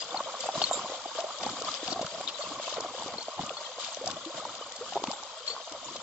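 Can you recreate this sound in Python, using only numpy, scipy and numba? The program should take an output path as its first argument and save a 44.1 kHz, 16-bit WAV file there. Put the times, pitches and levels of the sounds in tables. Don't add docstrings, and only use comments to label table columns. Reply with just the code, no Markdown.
import sys
import numpy as np
from scipy import signal
from scipy.fft import rfft, irfft, next_fast_len
from scipy.io import wavfile
from numba import njit

SR = 44100
rng = np.random.default_rng(int(sys.argv[2]) if len(sys.argv) > 2 else 0)


def log_audio(samples):
    frames = np.atleast_2d(samples).T
    limited = np.clip(frames, -1, 1)
    pcm = np.round(limited * 32767).astype(np.int16)
    wavfile.write(sys.argv[1], SR, pcm)


N = 265570
TIME = np.arange(N) / SR

# start in seconds, length in seconds,
# heavy mud level in dB, sloshing water level in dB.
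FOOTFALLS = [(0.104, .10, -57.5, -43.5), (0.267, .07, -73.5, -46.5), (0.437, .04, -58.5, -42.5),
             (0.549, .07, -49.5, -44), (0.692, .11, -52, -41), (0.882, .05, -66.5, -43.5),
             (1.144, .09, -64.5, -42.5), (1.399, .10, -51, -42.5), (1.566, .14, -54.5, -43),
             (1.859, .15, -50, -44), (2.117, .18, -57, -46), (2.451, .12, -54.5, -43.5),
             (2.735, .11, -52, -43.5), (2.972, .19, -56.5, -44.5), (3.373, .08, -51, -43.5),
             (3.568, .05, -90, -47.5), (3.776, .08, -66, -47), (3.963, 0.056, -58, -50),
             (4.048, 0.10, -51.5, -47), (4.341, .05, -51, -41), (4.453, .04, -56, -46),
             (4.582, .07, -63, -48.5), (4.786, .10, -61, -49.5), (4.931, .02, -51.5, -47),
             (5.057, .04, -50.5, -43.5), (5.475, .08, -68.5, -49.5), (5.716, .04, -61, -50),
             (5.857, .08, -53.5, -50)]
# start in seconds, length in seconds, level in dB.
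LEG_SWINGS = [(0, .022, -40), (0.391, .08, -41), (0.542, 0.15, -38.5), (0.724, .10, -43.5),
              (.86, .10, -45.5), (1.142, .063, -42.5), (1.407, .12, -43), (1.55, .06, -44.5),
              (1.648, .125, -40.5), (1.821, .1, -40.5), (2.046, .2, -48.5), (2.37, .17, -45.5),
              (2.614, 0.13, -40), (2.942, .13, -45), (3.4, 0.055, -44), (3.599, .07, -47), (3.79, .1, -40),
              (3.9, .07, -46.5), (4.047, .06, -45.5), (4.355, 0.04, -43), (4.442, .12, -49),
              (4.849, .11, -46), (5.089, .03, -44.5), (5.457, 0.044, -42.5), (5.86, .09, -48)]
# frequency in Hz, gain in dB.
SLOSH_SPECTRUM = [(150, -47.5), (300, -33.5), (400, -15.5), (520, -1.5), (670, -1), (850, -6), (1130, 0),
                  (1400, -8.5), (1750, -21.5), (2400, -16), (3200, -39.5)]
MUD_SPECTRUM = [(25, -29), (50, -17), (80, -1.5), (130, -1), (250, 6), (380, 2.5), (600, -23.5)]
SPRAY_SPECTRUM = [(1200, -4), (1900, -4), (2350, -5), (2560, -6), (3000, 2.5), (3600, 3), (4500, 0.5),
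                  (5050, 1), (5500, -4.5), (5900, -1.5), (7000, 0), (7600, -3), (8000, -19.5)]
WIND_SPECTRUM = [(20, 4), (50, 4.5), (100, 0.5), (200, -13.5), (400, -32.5)]
# start in seconds, level in dB, pitch in Hz, length in seconds.
RING_CONTACTS = [(.002, -34.5, 4900, 0.015), (0.022, -32.5, 4860, 0.0052), (0.17, -29.5, 4310, 0.0091),
                 (0.618, -31.5, 4420, 0.016), (0.638, -18.5, 4290, 0.0067), (0.664, -36, 3760, 0.019),
                 (1.902, -36.5, 4480, 0.015), (2.418, -38, 4460, 0.021), (3.18, -31.5, 4290, 0.0096),
                 (3.206, -38, 4300, 0.018), (3.568, -37.5, 4320, 0.018), (5.476, -27, 4320, 0.012),
                 (5.498, -34, 4290, 0.0083), (5.501, -35.5, 4440, 0.036)]
# start in seconds, level in dB, starting pitch in Hz,
# length in seconds, glide over that length in octaves.
AIR_POCKETS = [(0.143, -22, 669, 0.0085, .2), (0.191, -28, 904, 0.0053, 0), (0.202, -23.5, 1100, 0.0091, 0),
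               (.205, -24.5, 643, 0.0046, -0.15), (0.258, -33.5, 625, 0.017, .1),
               (0.34, -28.5, 780, 0.0044, -0.21), (0.349, -32.5, 1080, 0.0069, .1),
               (0.442, -25, 822, 0.00077, -0.19), (0.456, -28, 698, 0.012, -0.32),
               (0.4881, -16, 760, .0034, -0.0099), (.497, -29, 755, .004, 0),
               (0.538, -32, 636, 0.011, -0.084), (0.554, -25, 686, 0.01, -0.056),
               (0.575, -26.5, 986, 0.007, 0.064), (.616, -18.5, 791, 0.0045, -.25),
               (0.711, -15.5, 710, 0.003, -0.047), (0.717, -29, 1055, 0.0092, -0.1),
               (.738, -31.5, 640, 0.0086, -0.059), (0.768, -33, 1014, 0.011, -0.31),
               (0.844, -31, 608, 0.0082, .1), (0.855, -29.5, 940, .008, 0.2),
               (0.897, -30.5, 653, 0.0049, -0.22), (0.918, -30, 602, 0.006, -0.27),
               (0.944, -37.5, 745, 0.011, -0.088), (1.055, -26.5, 820, 0.0067, -.25),
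               (1.113, -34.5, 940, 0.0089, -0.057), (1.151, -33.5, 518, 0.011, 0),
               (1.185, -24, 611, 0.015, 0.16), (1.205, -31.5, 617, 0.017, 0.22),
               (1.239, -25.5, 590, 0.011, 0.036), (1.29, -35.5, 655, 0.021, 0.4),
               (1.305, -30, 1080, 0.0054, 0.26), (1.41, -31, 642, 0.01, 0.32),
               (1.434, -24.5, 620, 0.0051, 0.15), (1.464, -21.5, 780, 0.0054, 0.094),
               (1.491, -28.5, 1175, 0.0041, 0.18), (1.53, -35, 690, .005, 0),
               (1.566, -33.5, 1160, 0.0051, 0.025), (1.615, -29.5, 600, 0.0064, -0.3),
               (1.649, -32.5, 660, .008, 0.061), (1.669, -32.5, 956, 0.017, 0.1),
               (1.684, -26, 1216, 0.0086, -0.045), (1.733, -36, 1155, .007, 0.16),
               (1.829, -28, 530, 0.0026, -0.31), (1.879, -28, 722, 0.011, 0.04),
               (1.919, -28, 720, .007, 0.034), (1.958, -29, 680, 0.0096, 0.15), (1.946, -33, 660, .008, 0),
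               (1.96, -32, 1135, 0.012, 0), (1.973, -30.5, 750, .004, -0.082),
               (1.992, -23.5, 696, 0.0067, 0), (2.0127, -25, 663, 0.0049, 0.0099),
               (2.028, -24.5, 612, 0.0038, -0.094), (2.045, -31, 1326, 0.0035, -0.017),
               (2.048, -30.5, 602, 0.0055, 0.097), (2.067, -30, 1210, 0.0025, 0.097),
               (2.207, -26, 603, .005, 0.24), (2.391, -31, 532, 0.024, 0.29),
               (2.409, -31.5, 1146, 0.007, 0.01), (2.438, -29, 580, 0.0028, 0.039),
               (2.461, -32, 1110, 0.0057, -0.13), (2.519, -30.5, 950, 0.0062, 0.27),
               (2.597, -26, 650, 0.005, -0.23), (2.676, -30, 625, .006, .1),
               (2.679, -27, 1034, 0.005, -0.002), (2.723, -30.5, 550, 0.0051, .1),
               (2.768, -25.5, 698, 0.006, -0.0055), (2.78, -25, 607, 0.0066, -0.3),
               (2.8, -33.5, 1070, 0.0077, -0.15), (2.804, -29.5, 602, 0.0037, .1),
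               (2.845, -27, 647, .008, 0.1), (2.859, -31, 520, .005, .2), (2.938, -32.5, 737, .006, 0),
               (2.947, -33.5, 545, .005, -0.04), (3.022, -25, 1030, 0.0025, -0.12),
               (3.083, -32, 880, 0.0062, -0.15), (3.111, -34, 660, .005, .1),
               (3.137, -34, 530, .007, 0.045), (3.184, -29.5, 601, 0.0017, -0.23),
               (3.282, -23.5, 711, 0.0042, -0.14), (3.392, -22.5, 940, 0.005, -0.3),
               (3.434, -32, 746, 0.0044, 0.082), (3.504, -29, 687, 0.0096, -0.4),
               (3.509, -32.5, 1250, 0.0037, 0.016), (3.603, -35.5, 1030, 0.007, -0.073),
               (3.784, -31.5, 628, 0.0045, 0.13), (3.798, -32.5, 1040, 0.0033, 0.16),
               (3.884, -35.5, 667, 0.009, -0.026), (3.97, -28, 498, 0.0041, 0.35),
               (4.011, -32.5, 434, 0.018, 0.4), (4.039, -29.5, 652, .01, -0.29),
               (4.067, -27.5, 642, 0.015, 0.24), (4.085, -26.5, 737, 0.0041, -0.29),
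               (4.098, -29.5, 1410, 0.0021, 0.046), (4.16, -37, 1120, 0.0039, -0.069),
               (4.165, -33.5, 612, 0.016, 0.13), (4.343, -31.5, 528, 0.0046, 0.28),
               (4.376, -33, 650, .014, -0.27), (4.4517, -25, 984, 0.005, -0.03),
               (4.541, -38.5, 630, 0.0063, 0.063), (4.593, -39.5, 1100, 0.0046, 0.2),
               (4.611, -31.5, 641, 0.0027, -0.18), (4.808, -31.5, 410, 0.0208, 0.31),
               (4.923, -27.5, 740, 0.0052, -0.033), (4.9547, -23.5, 570, 0.0058, 0.51),
               (4.965, -16.5, 665, 0.0027, 0.025), (4.973, -20, 760, 0.0031, 0.17),
               (5.02, -30, 506, .004, -0.27), (5.0395, -15.5, 858, 0.001, 0.1),
               (5.074, -32, 990, 0.0074, -0.19), (5.131, -34, 800, 0.0099, 0.038),
               (5.227, -37.5, 660, 0.01, 0.5), (5.271, -39.5, 1100, .005, -0.071),
               (5.404, -45, 497, 0.023, 0.048), (5.499, -39, 480, 0.015, -0.058),
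               (5.564, -29, 1010, 0.0026, 0), (5.575, -35.5, 1072, 0.012, -0.0017),
               (5.6, -38.5, 653, 0.0099, -0.061), (5.672, -36.5, 677, 0.01, 0.073),
               (5.722, -32.5, 904, 0.0023, -0.26), (5.747, -37, 712, 0.0093, -0.26),
               (5.827, -37, 593, 0.0079, 0.24), (5.884, -32.5, 970, 0.0089, 0.079),
               (5.955, -33, 597, .006, -0.22)]
# start in seconds, level in dB, starting pitch in Hz,
# length in seconds, rise in octaves.
SUCTION_CAVITIES = [(0.145, -30, 744, 0.024, 0.5), (3.972, -37, 594, .014, 0.7),
                    (4.294, -34, 493, 0.02, 0.51), (4.997, -29.5, 543, 0.0071, 1.2),
                    (5.091, -31, 492, 0.028, 1.4), (5.533, -38, 595, .02, 0.24)]
# start in seconds, level in dB, band centre in Hz,
# bandwidth in Hz, length in seconds, left minus right in dB.
MUD_LUMPS = [(0.404, -32, 5600, 3800, 0.0077, -1), (0.436, -40, 4850, 4100, 0.0052, -1),
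             (0.615, -25, 3430, 900, 0.008, 1.5), (0.622, -29.5, 4700, 3000, 0.0084, -4),
             (1.186, -45, 4600, 3500, 0.0064, 8), (1.203, -32, 4760, 3500, 0.0045, 9.5),
             (1.385, -38.5, 5500, 3500, 0.0058, 4), (1.429, -33, 3840, 3020, 0.012, -1),
             (1.462, -35, 4650, 3500, 0.0033, 6), (1.496, -34, 4330, 1600, 0.0041, 4),
             (1.62, -32, 5040, 3500, .004, 0), (1.646, -34, 4960, 2000, 0.0032, 4),
             (1.715, -34, 4900, 2600, 0.0036, 6), (1.741, -25, 3850, 3000, 0.0011, 9),
             (1.748, -33, 5100, 2000, 0.0053, 9), (1.877, -30.5, 4030, 2600, 0.0039, 6),
             (1.924, -30.5, 4640, 2180, 0.0097, 4), (2.013, -36, 5060, 4100, 0.012, 0.5),
             (2.063, -35, 4600, 3500, 0.0058, 2), (2.212, -35, 3500, 1500, .002, -3),
             (2.274, -26, 3600, 700, 0.0052, 1), (2.28, -32, 3720, 1700, 0.019, 0),
             (2.693, -39, 4930, 3400, 0.013, 4), (2.74, -36, 4870, 3400, .005, 12),
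             (2.805, -32, 5750, 3000, 0.0053, 3.5), (3.08, -36.5, 5260, 3500, 0.0033, 6),
             (3.226, -36.5, 5300, 3500, 0.0048, -2), (3.412, -36, 4040, 2000, 0.0024, 4),
             (3.463, -36.5, 6300, 2800, 0.0042, -7), (3.493, -31.5, 3320, 2190, 0.0019, 12),
             (3.837, -41.5, 4430, 3000, 0.0058, 1), (3.846, -25, 4750, 3500, 0.00065, 7),
             (3.853, -46, 4640, 3000, .003, 3), (3.945, -31.5, 5650, 3400, 0.0029, 5),
             (4.059, -30.5, 5140, 3370, 0.0032, -3), (4.074, -27.5, 5370, 2400, 0.0055, -1),
             (4.103, -33, 4500, 3000, 0.0024, 8), (4.111, -33.5, 4900, 4000, 0.0066, 2),
             (4.25, -38, 3710, 1200, 0.0059, 10), (4.55, -37.5, 4620, 3400, 0.0058, -1),
             (4.72, -37, 5200, 3400, 0.0054, 1), (4.759, -38.5, 5500, 3500, 0.0093, -3),
             (4.934, -36.5, 4080, 3400, 0.0043, 4), (5.037, -29.5, 4500, 3380, 0.0056, -1),
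             (5.072, -29.5, 3170, 3000, 0.0021, -4), (5.1144, -27, 5640, 3400, 0.0018, 4),
             (5.121, -33.5, 5440, 4300, 0.0018, -4), (5.234, -34, 5460, 3400, 0.0031, -5),
             (5.695, -38, 5000, 3400, .003, -6), (5.722, -37.5, 5200, 3400, 0.0038, 0),
             (5.959, -34.5, 4130, 2600, 0.011, -5)]
# start in seconds, level in dB, pitch in Hz, length in seconds.
HEAVY_HOOF_FALLS = [(0.577, -29.5, 202, 0.0044), (.772, -30.5, 374, .006), (.896, -36.5, 320, .006),
                    (1.058, -36, 356, .005), (1.461, -33, 230, 0.0079), (1.529, -36, 273, 0.011),
                    (1.832, -34, 322, 0.0067), (1.882, -36, 210, .005), (1.923, -29.5, 290, 0.0071),
                    (2.01, -29, 242, 0.0048), (2.043, -35, 145.5, .0084), (2.51, -37, 284, 0.017),
                    (3.059, -32, 343, 0.0056), (3.155, -38.5, 209, 0.0076), (3.283, -38.5, 298, .005),
                    (3.393, -30.5, 174, 0.0071), (3.405, -28.5, 247, 0.0036), (3.434, -31.5, 181.5, 0.0071),
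                    (4.26, -33, 316, 0.027), (4.098, -37, 230, .005), (4.392, -41, 222.5, 0.0042),
                    (4.955, -28.5, 381, 0.016), (5.035, -29, 286, .006), (5.081, -26.5, 231, 0.0077),
                    (5.713, -43.5, 285, 0.014)]
# start in seconds, level in dB, pitch in Hz.
CLAPPER_STRIKES = [(.712, -33, 7330), (.7302, -24, 7316), (1.319, -41, 6960), (1.5056, -41, 7260),
                   (2.387, -41, 7300), (5.1297, -40, 7340), (5.48, -41.5, 7480), (5.8446, -37.5, 7040)]
# multiple of the pitch, level in dB, time to fall 60 dB in seconds.
BELL_PARTIALS = [(1, -2.5, .2), (.981, -3, .085), (1.011, -14, .1), (.912, -12, .1), (.51, -8, .072)]
# frequency in Hz, left minus right in dB,
# phase lead of the left in radians.
PORT_DIFFERENCES = [(60, 8.5, -1.3), (180, 1, 0.48), (500, 0.5, -0.11), (1380, -0.5, -0.43),
                    (1710, -3, 1.17), (2630, 7, 0.023), (3360, 10.5, -1.8), (4140, 7.5, -1.7),
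                    (6070, 6, -1.62), (7290, -10.5, -1.1)]


def undb(db):
    return 10 ** (np.asarray(db) / 20)


def unit(x):
    return x / np.sqrt(np.mean(x ** 2))


def pan(db):
    return unit(undb(np.array([[db], [-db]]) / 2))


def add(out, start_s, sound):
    start = max(int(start_s * SR), 0)
    part = sound[..., :max(N - start, 0)]
    out[:, start:start + part.shape[-1]] += part


def response(x, points):
    size = next_fast_len(N + 2000)
    log_hz = np.log(np.arange(size // 2 + 1) * SR / size + 1)
    hz, db, *phase = np.transpose(points)
    curve = undb(np.interp(log_hz, np.log(hz), db))
    if phase:
        curve = curve * np.exp(1j * np.interp(log_hz, np.log(hz), phase[0]))
    return irfft(rfft(x, size) * curve, size)[..., :N]


def colour(x, points):
    return unit(response(x, points))


def swell(start, length, attack_s, release_s):
    rise = np.clip((TIME - start) / attack_s + .5, 0, 1)
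    return rise * np.exp(-np.maximum(TIME - start - length, 0) / release_s)


def stirring():
    water_power = undb(-44.5 - 0.85 * TIME) ** 2
    mud_power = undb(-63.5 - 2.1 * TIME) ** 2
    spray_power = undb(-43.5 - 0.56 * TIME) ** 2
    for start, length, mud_db, water_db in FOOTFALLS:
        push = swell(start, length, attack_s=0.01, release_s=0.077)
        mud_power += (undb(mud_db) * push) ** 2
        water_power += (undb(water_db) * push) ** 2
    for start, length, db in LEG_SWINGS:
        spray_power += (undb(db) * swell(start, length, attack_s=0.02, release_s=0.016)) ** 2
    return np.sqrt([water_power, mud_power, spray_power])


@njit
def grains(start, hz, cycles, size, glide, lag, lean):
    out = np.zeros((2, N))
    for k in range(len(start)):
        decay_samples = cycles[k] / hz[k] * SR
        for channel in range(2):
            sign = 1 - 2 * channel
            begin = start[k] * SR + sign * lag[k] * SR / 2
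            for i in range(max(int(begin) + 1, 0), min(int(begin + 4 * decay_samples), N)):
                age = (i - begin) / decay_samples
                envelope = np.exp(-age) * min(age * 3, 1.)
                phase = 2 * np.pi * cycles[k] * age * (1 + glide * age / 2)
                out[channel, i] += size[k] * (1 + sign * lean[k]) * envelope * np.sin(phase)
    return out


def cloud(low_hz, high_hz, cycles, glide, scatter_db, lag_s, width, count):
    when, pitch, length, strength, bearing, side = rng.random((count, 6)).T
    hz = low_hz + (high_hz - low_hz) * pitch
    decay_cycles = cycles * 2 ** (2 * length - 1)
    size = np.sqrt(hz) * undb(-scatter_db * np.log(np.maximum(strength, .01)))
    lag, lean = lag_s * (2 * bearing - 1), width * (2 * side - 1)
    return unit(grains(when * N / SR, hz, decay_cycles, size, glide, lag, lean))


def churning(water, mud, spray):
    bubbles = cloud(298.9, 2810, cycles=4.27, glide=.061, scatter_db=3, lag_s=12e-5, width=.09,
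                    count=11000)
    clods = cloud(24, 593, cycles=1.15, glide=.042, scatter_db=3, lag_s=15e-5, width=.19, count=3000)
    drops = cloud(1310, 4855, cycles=3.87, glide=.017, scatter_db=2.5, lag_s=13e-5, width=.55,
                  count=36000)
    mist = cloud(4710, 8200, cycles=4.5, glide=.02, scatter_db=.5, lag_s=13e-5, width=.38, count=28000)
    mist *= unit(spray) ** 0.054
    tinkle = cloud(1800, 7800, cycles=32, glide=.014, scatter_db=3, lag_s=14e-5, width=.59, count=1200)
    fizz = unit(drops + mist) + undb(-8) * tinkle
    return (colour(bubbles, SLOSH_SPECTRUM) * water * undb(1)
            + colour(clods, MUD_SPECTRUM) * mud * undb(1)
            + colour(fizz, SPRAY_SPECTRUM) * spray)


def wind():
    return colour(rng.standard_normal((2, N)), WIND_SPECTRUM) * undb(-77)


def resonance(hz, length, glide_oct, attack_cycles, tail_db=-40, wobble_oct=0):
    t = np.arange(int(8 * length * SR)) / SR
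    decay = np.exp(-(t / length) ** 2) + undb(tail_db) * np.exp(-t / (2 * length))
    envelope = (1 - np.exp(-(t * hz / attack_cycles) ** 2)) * decay
    cycles = np.arange(int(t[-1] * hz) + 2)
    wobble = wobble_oct * np.interp(t * hz, cycles, rng.standard_normal(len(cycles)))
    pitch_hz = hz * 2 ** (glide_oct * np.minimum(t / length, 1.5) + wobble)
    phase = 2 * np.pi * np.cumsum(pitch_hz) / SR
    return envelope / envelope.max() * np.sin(phase + 2 * np.pi * rng.random())


def burst(hz, width_hz, length):
    t = np.arange(int((3 * length + .005) * SR)) / SR
    edges_hz = np.clip([hz - width_hz / 2, hz + width_hz / 2], 60, SR / 2.2)
    band = signal.butter(2, edges_hz, "band", fs=SR, output="sos")
    envelope = np.exp(-(t / length) ** 2) * np.minimum(4 * t / length, 1)
    crack = signal.sosfilt(band, rng.standard_normal(len(t)) * envelope)
    return crack * np.sqrt(np.sum(envelope ** 2) / np.sum(crack ** 2))


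def metal(modes, rise_s):
    t = np.arange(SR // 4) / SR
    ring = sum(undb(db - 60 * t / t60) * np.sin(2 * np.pi * hz * t) for hz, db, t60 in modes)
    return ring * (1 - np.exp(-t / rise_s))


def harness_rings():
    out = np.zeros((2, N))
    for start, db, hz, length in RING_CONTACTS:
        gains = undb(db + 2) * pan(0.92)
        add(out, start, gains * resonance(hz, length, glide_oct=0, attack_cycles=6, wobble_oct=0.047))
        add(out, start, gains * undb(-18) * burst(0.61 * hz, 5100, length))
        add(out, start, gains * undb(-24) * metal([(hz, 0, .14)], rise_s=.003))
    return out


def scatter(per_s, stir, db, hz, spread_oct, length, spread_db):
    count = int(per_s * N / SR)
    jitter, strength, pitch, size = rng.uniform(-1.1, 1, (count, 4)).T
    work = np.cumsum(stir ** 2)
    work_share = (np.arange(count) + (jitter + 1) / 2) / count
    starts = np.interp(work_share, work / work[-1], TIME)
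    level_db = 20 * np.log10(np.interp(starts, TIME, stir)) + db + spread_db * strength
    return list(zip(starts, level_db, hz * 2 ** (spread_oct * pitch), length * 2 ** (size / 2)))


def plops(water):
    out = np.zeros((2, N))
    small = scatter(per_s=4, stir=water, db=0.5, hz=658, spread_oct=0.47, length=0.009, spread_db=4)
    small = [(*row, 0.48 * rng.uniform(-1, 1)) for row in small]
    for start, db, hz, length, glide_oct in AIR_POCKETS + small:
        ring = resonance(hz, length, glide_oct, attack_cycles=1.14, tail_db=-15, wobble_oct=0.072)
        lag_s = 8e-5 * rng.standard_normal()
        add(out[:1], start + lag_s / 2, undb(db) * ring)
        add(out[1:], start - lag_s / 2, undb(db) * ring)
        add(out, start, undb(db - 16) * burst(850, 1100, length))
        add(out, start + 0.00078, undb(db - 32) * burst(2800, 4500, 0.0023))
    return out


def gulps(close_s=0.004):
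    out = np.zeros((2, N))
    for start, db, hz, length, rise_oct in SUCTION_CAVITIES:
        t = np.arange(int(length * SR)) / SR
        envelope = np.sqrt(t / length) * np.minimum((length - t) / close_s, 1)
        pitch_hz = hz * 2 ** (rise_oct * (t / length) ** 2)
        add(out, start, undb(db) * envelope * np.sin(2 * np.pi * np.cumsum(pitch_hz) / SR))
    return out


def splats(spray, small_width_hz=3400, small_pan_db=6):
    out = np.zeros((2, N))
    small = scatter(per_s=3, stir=spray, db=-2, hz=4500, spread_oct=0.68, length=0.0093, spread_db=4.5)
    small = [(start, db, hz, small_width_hz, length, small_pan_db) for start, db, hz, length in small]
    for start, db, hz, width_hz, length, pan_db in MUD_LUMPS + small:
        slap, left, right = (burst(hz, width_hz, length) for _ in range(3))
        droplets = undb(-6) * np.array([left, right])
        add(out, start, undb(db) * pan(pan_db) * (slap + droplets))
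    return out


def thuds():
    out = np.zeros((2, N))
    for start, db, hz, length in HEAVY_HOOF_FALLS:
        add(out, start, undb(db - 1) * resonance(hz, length, glide_oct=0.083, attack_cycles=0.97))
    return out


def harness_bells():
    out = np.zeros((2, N))
    for start, db, hz in CLAPPER_STRIKES:
        modes = [(hz * ratio, mode_db, t60) for ratio, mode_db, t60 in BELL_PARTIALS]
        add(out, start, undb(db) * pan(1.1) * metal(modes, rise_s=0.00055))
        add(out, start, undb(db - 13) * burst(6000, 3600, 0.0036))
    return out


def scene():
    water, mud, spray = stirring()
    return (churning(water, mud, spray) + wind() + thuds() + harness_rings() + harness_bells()
            + plops(water) + gulps() + splats(spray))


def record(dry, cutoff_hz=7800):
    ports = np.array(PORT_DIFFERENCES)
    left = response(dry[0], ports * [1, .5, .5])
    right = response(dry[1], ports * [1, -.5, -.5])
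    fade_out = np.minimum((TIME[-1] - TIME) / .004, 1)
    low_pass = signal.ellip(10, .2, 75, cutoff_hz, fs=SR, output="sos")
    return signal.sosfilt(low_pass, np.array([left, right]) * fade_out)


dry = scene()
out = record(dry)
log_audio(out)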